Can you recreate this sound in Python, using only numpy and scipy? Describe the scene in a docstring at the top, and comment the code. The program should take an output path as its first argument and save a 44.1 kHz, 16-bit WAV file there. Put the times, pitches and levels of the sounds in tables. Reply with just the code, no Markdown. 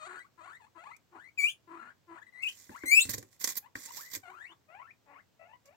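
"""Guinea pigs beg at the rim of a plastic cage lined with fleece, close to the microphone in a quiet room.
They chatter in low pulsed croaks and thin rising whistles, and three times burst into a loud wheek of
gliding harmonics. Mostly in the middle they shift about: paws ring the tub's modes, claws crack in short
noise bursts, and fur brushes the fleece in grains and hiss. Echoes of cage and room lie behind it all."""
import sys
import numpy as np
from scipy import signal
from scipy.fft import rfft, irfft, next_fast_len
from scipy.io import wavfile

SR = 44100
rng = np.random.default_rng(int(sys.argv[2]) if len(sys.argv) > 2 else 0)


def store_pcm(level_fs):
    """Save levels as 16-bit WAV."""
    pcm = np.round(np.clip(level_fs, -1, 1) * 32767).astype(np.int16)
    wavfile.write(sys.argv[1], SR, np.atleast_2d(pcm).T)


N = 254016  # length in samples

# Colour of fur on fleece and of claws on the tub. 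Each row: frequency in Hz, gain in dB.
RUSTLE_COLOUR = [(59, -50), (100, -12.5), (600, -13), (1000, -9.5), (1400, -15.5), (2050, -3),
                 (2800, -16.5), (3600, -9.5), (7450, -2.5), (9210, -10), (13800, -7.5), (16000, -17.5)]


def gain_of(db):
    """Decibels to amplitude."""
    return 10 ** (np.asarray(db) / 20)


def evened(x):
    """Scales to an rms of 1."""
    return x / np.sqrt(np.mean(x ** 2) + 1e-20)


def read(points, hz):
    """Reads a (Hz, value) table on a log-frequency axis."""
    f, value = np.transpose(points)
    return np.interp(np.log(hz + 1), np.log(f), value)


def add(mix, s, sound):
    """Mixes a sound in at time s, cut at both ends of the mix."""
    start = round(s * SR)
    sound = sound[max(-start, 0):]
    part = mix[max(start, 0):][:len(sound)]
    part += sound[:len(part)]


def colour(x, points):
    """Filters by a (Hz, dB) spectrum; its resonances ring after each impulse."""
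    n = next_fast_len(x.shape[-1] + 2048)
    log_gain = np.log(gain_of(read(points, abs(np.fft.fftfreq(n, 1 / SR)))))
    # minimum phase: nothing sounds ahead of its impulse
    response = np.exp(np.conj(signal.hilbert(log_gain))[:n // 2 + 1])
    return irfft(rfft(x, n) * response, n)[..., :x.shape[-1]]


def wander(n, rate_hz):
    """Smooth random drift, rms about 1, that changes up to about rate_hz times a second."""
    size = next_fast_len(n + 4096)
    f = np.fft.rfftfreq(size, 1 / SR)
    spectrum = rfft(rng.standard_normal(size)) / (1 + (f / rate_hz) ** 4)
    return evened(irfft(spectrum, size))[:n]


def resonate(x, hz, width):
    """A resonance, width in Hz and gain 1, that follows the curve hz."""
    turn = np.exp(2j * np.pi * np.cumsum(hz) / SR)
    r = np.exp(-np.pi * width / SR)
    # shift the moving centre to 0 Hz, smooth, and shift back
    return 2 * (turn * signal.lfilter([1 - r], [1, -r], x / turn)).real


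def air(shared=0.6):
    """Faint room rumble and microphone hiss: coloured noise, partly shared by both channels."""
    # Each row: frequency in Hz, gain in dB.
    air_colour = [(30, -20), (98, 5.5), (190, -1.5), (780, -9), (1910, -14.5), (7670, -20), (9460, -31),
                  (16000, -22)]
    level_db = -71.5
    noise = rng.standard_normal((2, N)) + shared * rng.standard_normal(N)
    return gain_of(level_db) * evened(colour(noise, air_colour))


def ports(x, side, lead_ms):
    """Two microphone ports: the left hears x sooner by lead_ms, and the body shades each by band."""
    hz = np.fft.rfftfreq(2 * N, 1 / SR)
    ratio = gain_of(read(side, hz))
    late = np.exp(-2j * np.pi * hz * lead_ms / 1000)
    pair = np.array([ratio, late]) / np.sqrt((1 + ratio ** 2) / 2)
    return irfft(rfft(x, 2 * N) * pair)[:, :N]


def room(x, walls_db, tail_db):
    """Quick echoes from the cage walls, then the short tail of a furnished room."""
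    # Time for the tail to die by 60 dB. Each row: frequency in Hz, time in s.
    room_t60 = [(150, 0.26), (2700, 0.13), (15000, 0.14)]
    t = np.arange(SR // 3) / SR
    # the tail: sparse clicks after 6 ms, dying at its own pace in each band
    taps = rng.choice([-1., 1.], (2, len(t))) * (rng.random((2, len(t))) < 3000 / SR) * (t > .006)
    hz, when, z = signal.stft(taps, SR, nperseg=256)
    fading = gain_of(-60 * when / read(room_t60, hz)[:, None])
    tail = signal.istft(z * fading, SR, nperseg=256)[1][:, :len(t)]
    # the cage: sparser clicks after 2 ms
    walls = rng.standard_normal((2, len(t))) * (rng.random((2, len(t))) < 1500 / SR)
    walls = walls * (t > .002) * np.exp(-t / 0.0023)
    echo = sum(gain_of(db) * h / np.linalg.norm(h, axis=1, keepdims=True)
               for db, h in [(walls_db, walls), (tail_db, tail)])
    common = echo.mean(0)  # long waves reach both ports alike
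    echo = common + colour(echo - common, [(150, -27), (800, 2.5)])
    return signal.oaconvolve(x, echo, axes=1)[:, :N]


def placed(x, side, lead_ms, walls_db, tail_db, shading=0.1):
    """A source with its echoes, which arrive from all round and so are less one-sided."""
    diffuse = ports(x, [(hz, shading * db) for hz, db in side], lead_ms)
    return ports(x, side, lead_ms) + room(diffuse, walls_db, tail_db)


def stroke(start, rise, t60, db):
    """The level of one stroke: it gathers speed evenly, then dies away."""
    t = np.arange(N) / SR - start
    return np.clip(t / rise, 0, 1) * gain_of(db - 60 * np.maximum(t - rise, 0) / t60)


def rustle(grains_per_s=2000, spread_db=4.0, smooth=0.69, catch_db=1.5,
           scrape_hz=6000, scrape_width=1500, roam=0.5):
    """Fibres catch and let go: tiny snaps over a brushing hiss, with a scrape that roams as contact shifts."""
    # Strokes of fur and paws on fleece and plastic. 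Each row: start in seconds, rise in seconds,
    # time to die by 60 dB in seconds, level in dB before the mix, fizz in dB relative to the stroke.
    strokes = [ (2.456, 0.0067, 0.9, -47, -12), (2.555, 0.0081, 2.5, -53, -12),
               (3.036, 0.0024, 0.63, -41.5, -12), (3.092, 0.0065, 0.1043, -30, 2),
               (3.125, 0.014, 0.07, -30.5, -5), (3.174, 0.0038, 0.1, -42, -8),
               (3.308, 0.019, 0.3, -55.5, -20), (3.392, 0.027, 0.44, -38.5, 0),
               (3.435, 0.0087, 0.27, -33, -8), (3.468, 0.016, 0.2, -32, -5),
               (3.565, 0.014, 0.035, -30.5, 7.5), (3.75, 0.007, 1.52, -45, -12),
               (3.8, 0.063, 0.13, -44, -13), (3.908, 0.066, 0.3748, -38, -3),
               (4.097, 0.057, 0.116, -35, -3.5), (5.652, 0.0086, .2, -56.5, -12)]
    powers = np.array([stroke(*row[:4]) for row in strokes]) ** 2
    level = np.sqrt(powers.sum(0))
    fizz_level = np.sqrt(gain_of([row[-1] for row in strokes]) ** 2 @ powers)
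    # the lightest touches barely sound
    grip = gain_of(catch_db * wander(N, 88.44)) * level / (level + gain_of(-65))
    snaps = rng.standard_normal(N) * (rng.random(N) < grains_per_s / SR)
    snaps = snaps * gain_of(spread_db * np.minimum(rng.exponential(1, N), 3))
    brush = evened(snaps) + smooth * rng.standard_normal(N)
    scrape = resonate(brush, scrape_hz * np.exp(roam * wander(N, 25)), scrape_width)
    fizz = evened(colour(brush, [(6000, -34.5), (11000, -4), (13500, -1), (16000, -10.5)]))
    body = evened(colour(brush + scrape, RUSTLE_COLOUR))
    return grip * (level * body + fizz_level * fizz)


def claws(decay=0.0032):
    """Each claw makes one short dry crack: noise that dies within milliseconds (decay in s)."""
    # Each row: time in seconds, starting level in dB before the mix.
    ticks = [(0.966, -47), (2.4876, -36.5), (3.0943, -20), (3.115, -25.5), (3.1362, -26), (3.1815, -26),
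             (3.228, -42), (3.414, -27.5), (3.4433, -11), (3.475, -17.5), (3.502, -36), (3.5214, -31),
             (3.5552, -29), (4.1582, -25)]
    out, t = np.zeros(N), np.arange(SR // 30) / SR
    for s, db in ticks:
        noise = evened(colour(rng.standard_normal(len(t)), RUSTLE_COLOUR))
        add(out, s, gain_of(db) * np.exp(-t / decay) * noise)
    return out


def steps(scuff_db=-9, scuff_decay=0.021, thud_db=-2.0, thud_t60=0.038):
    """Paws ring the tub: weight booms its floor, a hard touch knocks its wall, each spot thuds at its pitch."""
    # Paws landing. Each row: time in seconds, level in dB before the mix, floor boom in dB,
    # wall knock in dB, thud pitch in Hz; boom and knock are relative to the level.
    landings = [(2.694, -40.5, -15, -6, 253), (2.836, -35, -40, -2, 338), (3.053, -43, -0.5, -6, 268),
                (3.09, -37.5, -0.5, -3.5, 210), (3.139, -40, 2.5, 1, 439), (3.178, -42.5, 2.5, -18, 454),
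                (3.228, -49.5, -10, -1, 353), (3.444, -53, -24.5, -15.5, 477), (3.755, -40, -9.5, 11, 276),
                (4.165, -47.5, -4.5, 2, 334)]
    # Modes of the plastic tub. Each row: nominal frequency in Hz, gain in dB,
    # time to die by 60 dB in seconds.
    tub = [(110.4, -1, 0.12), (145, -5, 0.11), (184.3, -9.5, 0.075), (977, -12, 0.04), (1914, 9.5, 0.0066)]
    out, t = np.zeros(N), np.arange(SR // 4) / SR
    for s, db, boom_db, knock_db, thud_hz in landings:
        touch = [(130, boom_db), (600, 0.0031), (1400, knock_db)]
        ring = np.zeros(len(t))
        for k, (hz, mode_db, t60) in enumerate(tub):
            heights = gain_of(mode_db + read(touch, hz) - 60 * t / t60)
            detune = rng.uniform(0.88, 1.04)  # each landing shifts each mode
            ring += heights * np.sin(2 * np.pi * hz * detune * t) * (-1) ** k
        thud = gain_of(thud_db - 60 * t / thud_t60) * np.sin(2 * np.pi * thud_hz * t)
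        scuff_colour = [(60, -5), (thud_hz, 8.5), (700, -8.0), (2000, knock_db - 11.0), (5000, -32)]
        scuff = evened(colour(rng.standard_normal(len(t)), scuff_colour))
        scuff = gain_of(scuff_db) * scuff * np.exp(-t / scuff_decay)
        onset = 1 - np.exp(-t / 0.00064)
        add(out, s, gain_of(db) * (ring + thud + scuff) * onset)
    return out


def gated(start, end, fade):
    """The times of a call and its soft on-off gate."""
    t = np.arange(start - fade, end + fade, 1 / SR)
    edge = np.clip(np.minimum(t - t[0], t[-1] - t) / fade, 0, 1)
    return t, np.sin(np.pi / 2 * edge) ** 2


def arched(t, start, length, db, swell_db, arch_db):
    """Progress 0-1 through a call, an arch that tops at its middle, and the level that follows both."""
    u = np.clip((t - start) / length, 0, 1)
    arch = 1 - (2 * u - 1) ** 2
    return u, arch, db + swell_db * (u - .5) + arch_db * (arch - 1)


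def brightened(throat, s):
    """The throat's colour at time s: urgency lifts its treble and thins its middle."""
    # Urgent chatter is brighter than calm chatter. Each row: time in seconds, treble lift in dB.
    urgency = [(0, 7.5), (0.8, 0), (4.45, -1.5), (4.8, -18), (5.4, -34.5)]
    lift_db = np.interp(s, *np.transpose(urgency))
    # (Hz, share of the lift)
    share = [(350, 0), (600, -.5), (1000, 0), (1400, .1), (2000, -.25), (2900, -.35), (3600, 1)]
    return [(hz, db + lift_db * read(share, hz)) for hz, db in throat]


def puffs(turns):
    """Air escapes in a puff once in every cycle of the vocal folds."""
    return evened(np.exp(-(turns % 1) / 0.814) * rng.standard_normal(len(turns)))


def harmonics(turns, hz, multiples, throat):
    """Lines at multiples of the pitch, shaped by the throat, with a total rms of 1."""
    k = multiples[:, None]
    heights = gain_of(read(throat, k * hz)) * (k * hz < SR / 2)
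    return (heights * np.sin(2 * np.pi * k * turns)).sum(0) / np.sqrt((heights ** 2).sum(0) / 2)


def croak(row, jitter=.14, mouth_db=11, mouth_width=300, opening_hz_per_s=2400, quiver=.07, throb_db=2.0):
    """Low pulses over a chest hum turn irregular and airy while the mouth resonance quivers and climbs."""
    # Each row: frequency in Hz, gain in dB before urgency.
    croak_throat = [(150, -29.5), (330, -9), (600, -10.5), (950, 0), (1550, -3.5), (2000, -5.5),
                    (2700, -13.5), (3400, -26), (4300, -23), (5400, -49), (7700, -16), (10000, -45)]
    arch_db = 10  # both ends lie this far under the middle, apart from the swell
    roughen_per_s, rough_top = 4.16, 0.78  # it grows rougher as it goes, up to a limit
    settle, settle_s, climb_per_s = .13, 0.02, 0.89  # an extra sharp share settles over a slow climb
    start, length, hz, level_db, swell_db, first_rough, mouth_hz, hum_db = row
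    t, gate = gated(start, start + length, fade=0.0087)
    db = arched(t, start, length, level_db, swell_db, arch_db)[2] + throb_db * wander(len(t), 70)
    age = t - t[0]
    mouth = (mouth_hz + opening_hz_per_s * age) * (1 + quiver * wander(len(t), 37))
    rough = np.clip(first_rough + roughen_per_s * (t - start), 0, rough_top)
    glide = 1 + settle * np.exp(-age / settle_s) + climb_per_s * (age - length / 2)
    turns = np.cumsum(hz * (glide + jitter * rough * wander(len(t), 170))) / SR
    pulses = evened(sum(np.cos(2 * np.pi * k * turns) for k in range(1, 32)))
    # the hum fades as the voice breaks up
    hum = gain_of(hum_db) * (1 - rough) * np.sqrt(2) * np.cos(2 * np.pi * turns)
    drive = (1 - rough) * pulses + rough * puffs(turns)
    mouthed = drive + gain_of(mouth_db) * resonate(drive, mouth, mouth_width)
    voice = colour(mouthed, brightened(croak_throat, t[0]))
    return t[0], gate * gain_of(db) * (evened(voice) + hum)


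def whistle(row, jitter=0.023, shimmer_db=3, airy_db=-14.0, waver=.016, shaky_hz=1000):
    """A thin, unsteady voice that scoops and slides upward, hoarse when low and purer when high."""
    # Each row: frequency in Hz, gain in dB before urgency.
    soft_throat = [(620, -1.5), (1250, 5.5), (1800, -6), (2300, -2.5), (2900, -14), (3500, -19),
                   (4400, -19.5), (5300, -41.5), (7600, -15.5), (9600, -40)]
    arch_db = 3.5  # both ends lie this far under the middle, apart from the swell
    start, length, first_hz, last_hz, scoop, level_db, swell_db = row
    t, gate = gated(start, start + length, fade=.009)
    u, arch, db = arched(t, start, length, level_db, swell_db, arch_db)
    hz = first_hz * (last_hz / first_hz) ** u * 2 ** (-scoop * arch / 12)
    throat = brightened(soft_throat, t[0])
    unsteady = np.minimum(hz / shaky_hz, 1) ** 2  # low moans hold their pitch
    shake = jitter * wander(len(t), 170) + waver * wander(len(t), 32)
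    turns = np.cumsum(hz * (1 + unsteady * shake)) / SR
    hoarse = evened(colour(puffs(turns), [(200, -30)] + throat)) * gain_of(airy_db) * 1000 / hz
    pure = np.clip((hz - 800) / 1000, 0, .5)  # share of a plain sine
    lines = harmonics(turns, hz, np.arange(1, 15), throat)
    voice = (1 - pure) * lines + pure * np.sqrt(2) * np.sin(2 * np.pi * turns) + hoarse
    return t[0], gate * voice * gain_of(db + shimmer_db * wander(len(t), 100))


def wheek(rows, jitter=.0055, rasp=.0045, broken_rasp=.026, hiss_db=-18, flutter_db=2):
    """A piercing open-mouthed whistle that breaks up at the top; strain adds lines between the harmonics."""
    # Each row: frequency in Hz, gain in dB.
    wide_throat = [(3500, -11.5), (4700, -6.5), (5800, -11), (7300, 0.5), (8300, -2), (9200, -7.5),
                   (10300, -3.5), (12200, -20), (14300, -10), (16000, -13.5)]
    # Strain makes strong and weak cycles alternate, most of all in the first wheek.
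    # Each row: time in seconds, half-pitch lines in dB relative to the overtones.
    strain = [(1.385, -37), (1.41, -0.5), (1.5, -6), (2.43, -7), (2.86, -48)]
    break_hz, break_span_hz = 2600, 691  # pushed above this pitch, it breaks into a rasp over this span
    s, *columns = np.transpose(rows)
    t, gate = gated(s[0], s[-1], fade=0.007)
    hz, low_db, high_db = [np.interp(t, s, c) for c in columns]
    rough = rasp + broken_rasp * np.clip((hz - break_hz) / break_span_hz, 0, 1)
    turns = np.cumsum(hz * (1 + jitter * wander(len(t), 140) + rough * wander(len(t), 900))) / SR
    overtones = harmonics(turns, hz, np.arange(2, 9), wide_throat)
    halves = harmonics(turns, hz, np.arange(7) + .5, wide_throat)
    hiss = evened(colour(rng.standard_normal(len(t)), [(1500, -14.0)] + wide_throat))
    strain_db = np.interp(t, *np.transpose(strain))
    upper = overtones + gain_of(strain_db) * halves + gain_of(hiss_db) * hiss
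    high_db = high_db + flutter_db * wander(len(t), 160)
    fundamental = np.sqrt(2) * np.sin(2 * np.pi * turns)
    return t[0], gate * (gain_of(low_db) * fundamental + gain_of(high_db) * upper)


def chorus(voice, calls):
    """All calls of one kind on one track."""
    out = np.zeros(N)
    for rows in calls:
        add(out, *voice(rows))
    return out


def scene():
    """Voices from the left of centre, scuffling from the right, all close to the microphone."""
    # Soft whistles. Each row: start in seconds, length in seconds, first pitch in Hz, last pitch in Hz,
    # scoop below the straight glide in semitones, level in dB, swell from start to end in dB.
    whistles = [ (0, 0.073, 635, 770, 2, -47, 2.5), (0.148, 0.051, 1316, 1638, 0.5, -49, 3),
                (0.202, 0.03, 2000, 2280, 1.5, -51, -8), (0.249, 0.024, 1114, 1544, 0, -63, -7),
                (0.407, 0.053, 621, 771, 1.2, -54, 0.5), (0.453, 0.057, 867, 1300, 0, -53.5, 7),
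                (0.463, .11, 1408, 2106, 1.84, -54.5, 7), (0.603, 0.076, 1025, 1160, 4.5, -61.5, -7),
                (0.783, 0.054, 645, 764, 0.5, -53.5, -2), (0.841, 0.047, 854, 1242, -0.5, -50, 2),
                (0.871, 0.051, 850, 1290, 3, -54, 10), (0.912, 0.049, 1985, 2400, 0, -54.5, -3),
                (1.164, 0.13, 1167, 2240, -2, -54.5, 4), (1.741, 0.092, 1020, 1368, -1.5, -52.5, 10),
                (1.852, 0.055, 1374, 1640, 1, -56, 1.5), (2.144, 0.046, 989, 1806, 1.6, -54, 3),
                (2.22, .016, 1754, 2050, 0.7, -54, -5), (2.271, .02, 1920, 1945, 0, -53, -6),
                (2.331, 0.12, 1977, 2327, 1, -50.5, 10), (2.715, 0.052, 979, 1462, 5, -51, 12),
                (2.765, 0.025, 1411, 2130, -0.5, -50.5, -9), (2.8, 0.055, 2066, 2255, 0, -53, 12),
                (3.631, 0.046, 806, 1128, 1, -60.5, 3), (3.879, 0.03, 873, 974, 0.5, -52, 11),
                (3.973, 0.041, 813, 1574, 1, -50, 6), (4.023, 0.135, 1794, 2117, -0.7, -57.5, -10),
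                (4.236, 0.07, 772, 794, 2, -52, 0.5), (4.311, 0.075, 949, 1393, -1.5, -50, 2.5),
                (4.381, 0.086, 1549, 2190, 0.4, -47.5, 3.5), (4.468, 0.062, 2510, 3470, -0.12, -59, -1.5),
                (4.687, 0.14, 619, 1156, 1.4, -54, 13.5), (4.831, 0.049, 1377, 1707, 2, -58, -4),
                (4.88, 0.033, 1775, 2430, 2.5, -54.5, 11.5), (5.142, .064, 962, 2083, 2.6, -56, -2),
                (5.399, 0.073, 658, 734, 0.85, -56, 0.5), (5.485, 0.078, 877, 1061, 1, -59.5, 1),
                (5.655, 0.094, 558.6, 910, 3, -64.5, -0.5)]
    # Low croaks. Each row: start in seconds, length in seconds, pitch in Hz before its glide,
    # level in dB before the mix, swell from start to end in dB, roughness at the start (0-1, before its
    # limit), first mouth resonance in Hz, chest hum in dB relative to the voice before it fades.
    croaks = [ (0.071, 0.13, 363, -43.5, -7.5, 0.32, 1330, -7.5),
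              (0.383, 0.051, 314.6, -50.5, -7, 0.18, 1110, -13),
              (0.445, 0.098, 337, -52, -1, 0.9, 1220, -11), (0.754, 0.04, 320, -51, 1, 0.29, 980, -6),
              (1.118, 0.07, 333.5, -52, 9, 0.53, 790, 2.5), (1.68, 0.12, 329, -46, 7, 0.13, 915, 0),
              (1.784, 0.14, 239.6, -51.5, -1, 0.33, 1280, -5.5),
              (2.076, 0.0717, 324.2, -49.5, 16, 0.17, 950, 1.5),
              (2.147, .055, 326.7, -48.5, -4, 0.63, 1060, -12),
              (4.278, .14, 364.3, -59, -17.5, 0.43, 1030, -0.5),
              (4.493, 0.047, 332.5, -54, 3.5, 0.46, 950, -3.5),
              (5.067, 0.13, 285.6, -54, 4, 0.26, 830, -10)]
    # Loud wheeks, one table a call. Each row: time in seconds, pitch in Hz,
    # fundamental in dB and overtones in dB, both before the mix.
    wheeks = [
        [(1.381, 2480, -34, -53.5), (1.39, 2323, -25.5, -42), (1.425, 2240, -32, -44.5),
         (1.443, 2369, -19, -42.5), (1.466, 2444, -24.5, -44.5), (1.476, 2800, -30, -51.5),
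         (1.488, 2935, -28.5, -46), (1.508, 3495, -43.5, -50), (1.531, 3210, -73, -59.5)],
        [(2.426, 2545, -45, -52.5), (2.436, 2716, -24.5, -55), (2.448, 2560, -34.5, -50),
         (2.47, 2520, -29, -76), (2.48, 2943, -30.5, -79), (2.5, 3150, -43.5, -75)],
        [(2.861, 2018, -39.5, -39.5), (2.886, 2107, -29, -36), (2.908, 2130, -30.5, -34),
         (2.918, 2304, -19, -28), (2.948, 2380, -15.5, -29.5), (2.96, 2590, -25, -29), (2.975, 2613, -13, -25),
         (2.997, 2700, -14.5, -33), (3, 3330, -33, -32.5), (3.022, 3840, -30, -23), (3.034, 4283, -36.5, -34)],
    ]
    # Left minus right level of chatter, wheeks and scuffling. Each row: frequency in Hz, level in dB.
    voice_side = [(300, -1), (900, 11.5), (2400, 24), (4000, 0.5), (14000, 3)]
    cry_side = [(2400, 11.5), (4500, 0), (7500, 2), (14000, 0.5)]
    scuffle_side = [(200, -4.5), (2200, 10), (4400, -17.5), (15000, -15)]
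    chatter = chorus(whistle, whistles) + gain_of(-2.5) * chorus(croak, croaks)
    scuffle = gain_of(-4.5) * rustle() + gain_of(-7.5) * claws() + gain_of(3.0) * steps()
    cries = gain_of(-2.0) * chorus(wheek, wheeks)
    return (placed(chatter, voice_side, lead_ms=0.1964, walls_db=-10.0, tail_db=-12.0)
            + placed(cries, cry_side, lead_ms=.145, walls_db=-12, tail_db=-10)
            + placed(scuffle, scuffle_side, lead_ms=-0.5285, walls_db=-6.0, tail_db=-17.0)
            + air())


def record(dry):
    """The recorder's bass cut at 50 Hz and its band limit near 16 kHz."""
    dry = signal.sosfilt(signal.butter(2, 50, "high", fs=SR, output="sos"), dry)
    band_limit = signal.firwin(511, 16050, window=("kaiser", 9), fs=SR)
    return signal.oaconvolve(dry, band_limit[None], "same")


dry = scene()
out = record(dry)
store_pcm(out)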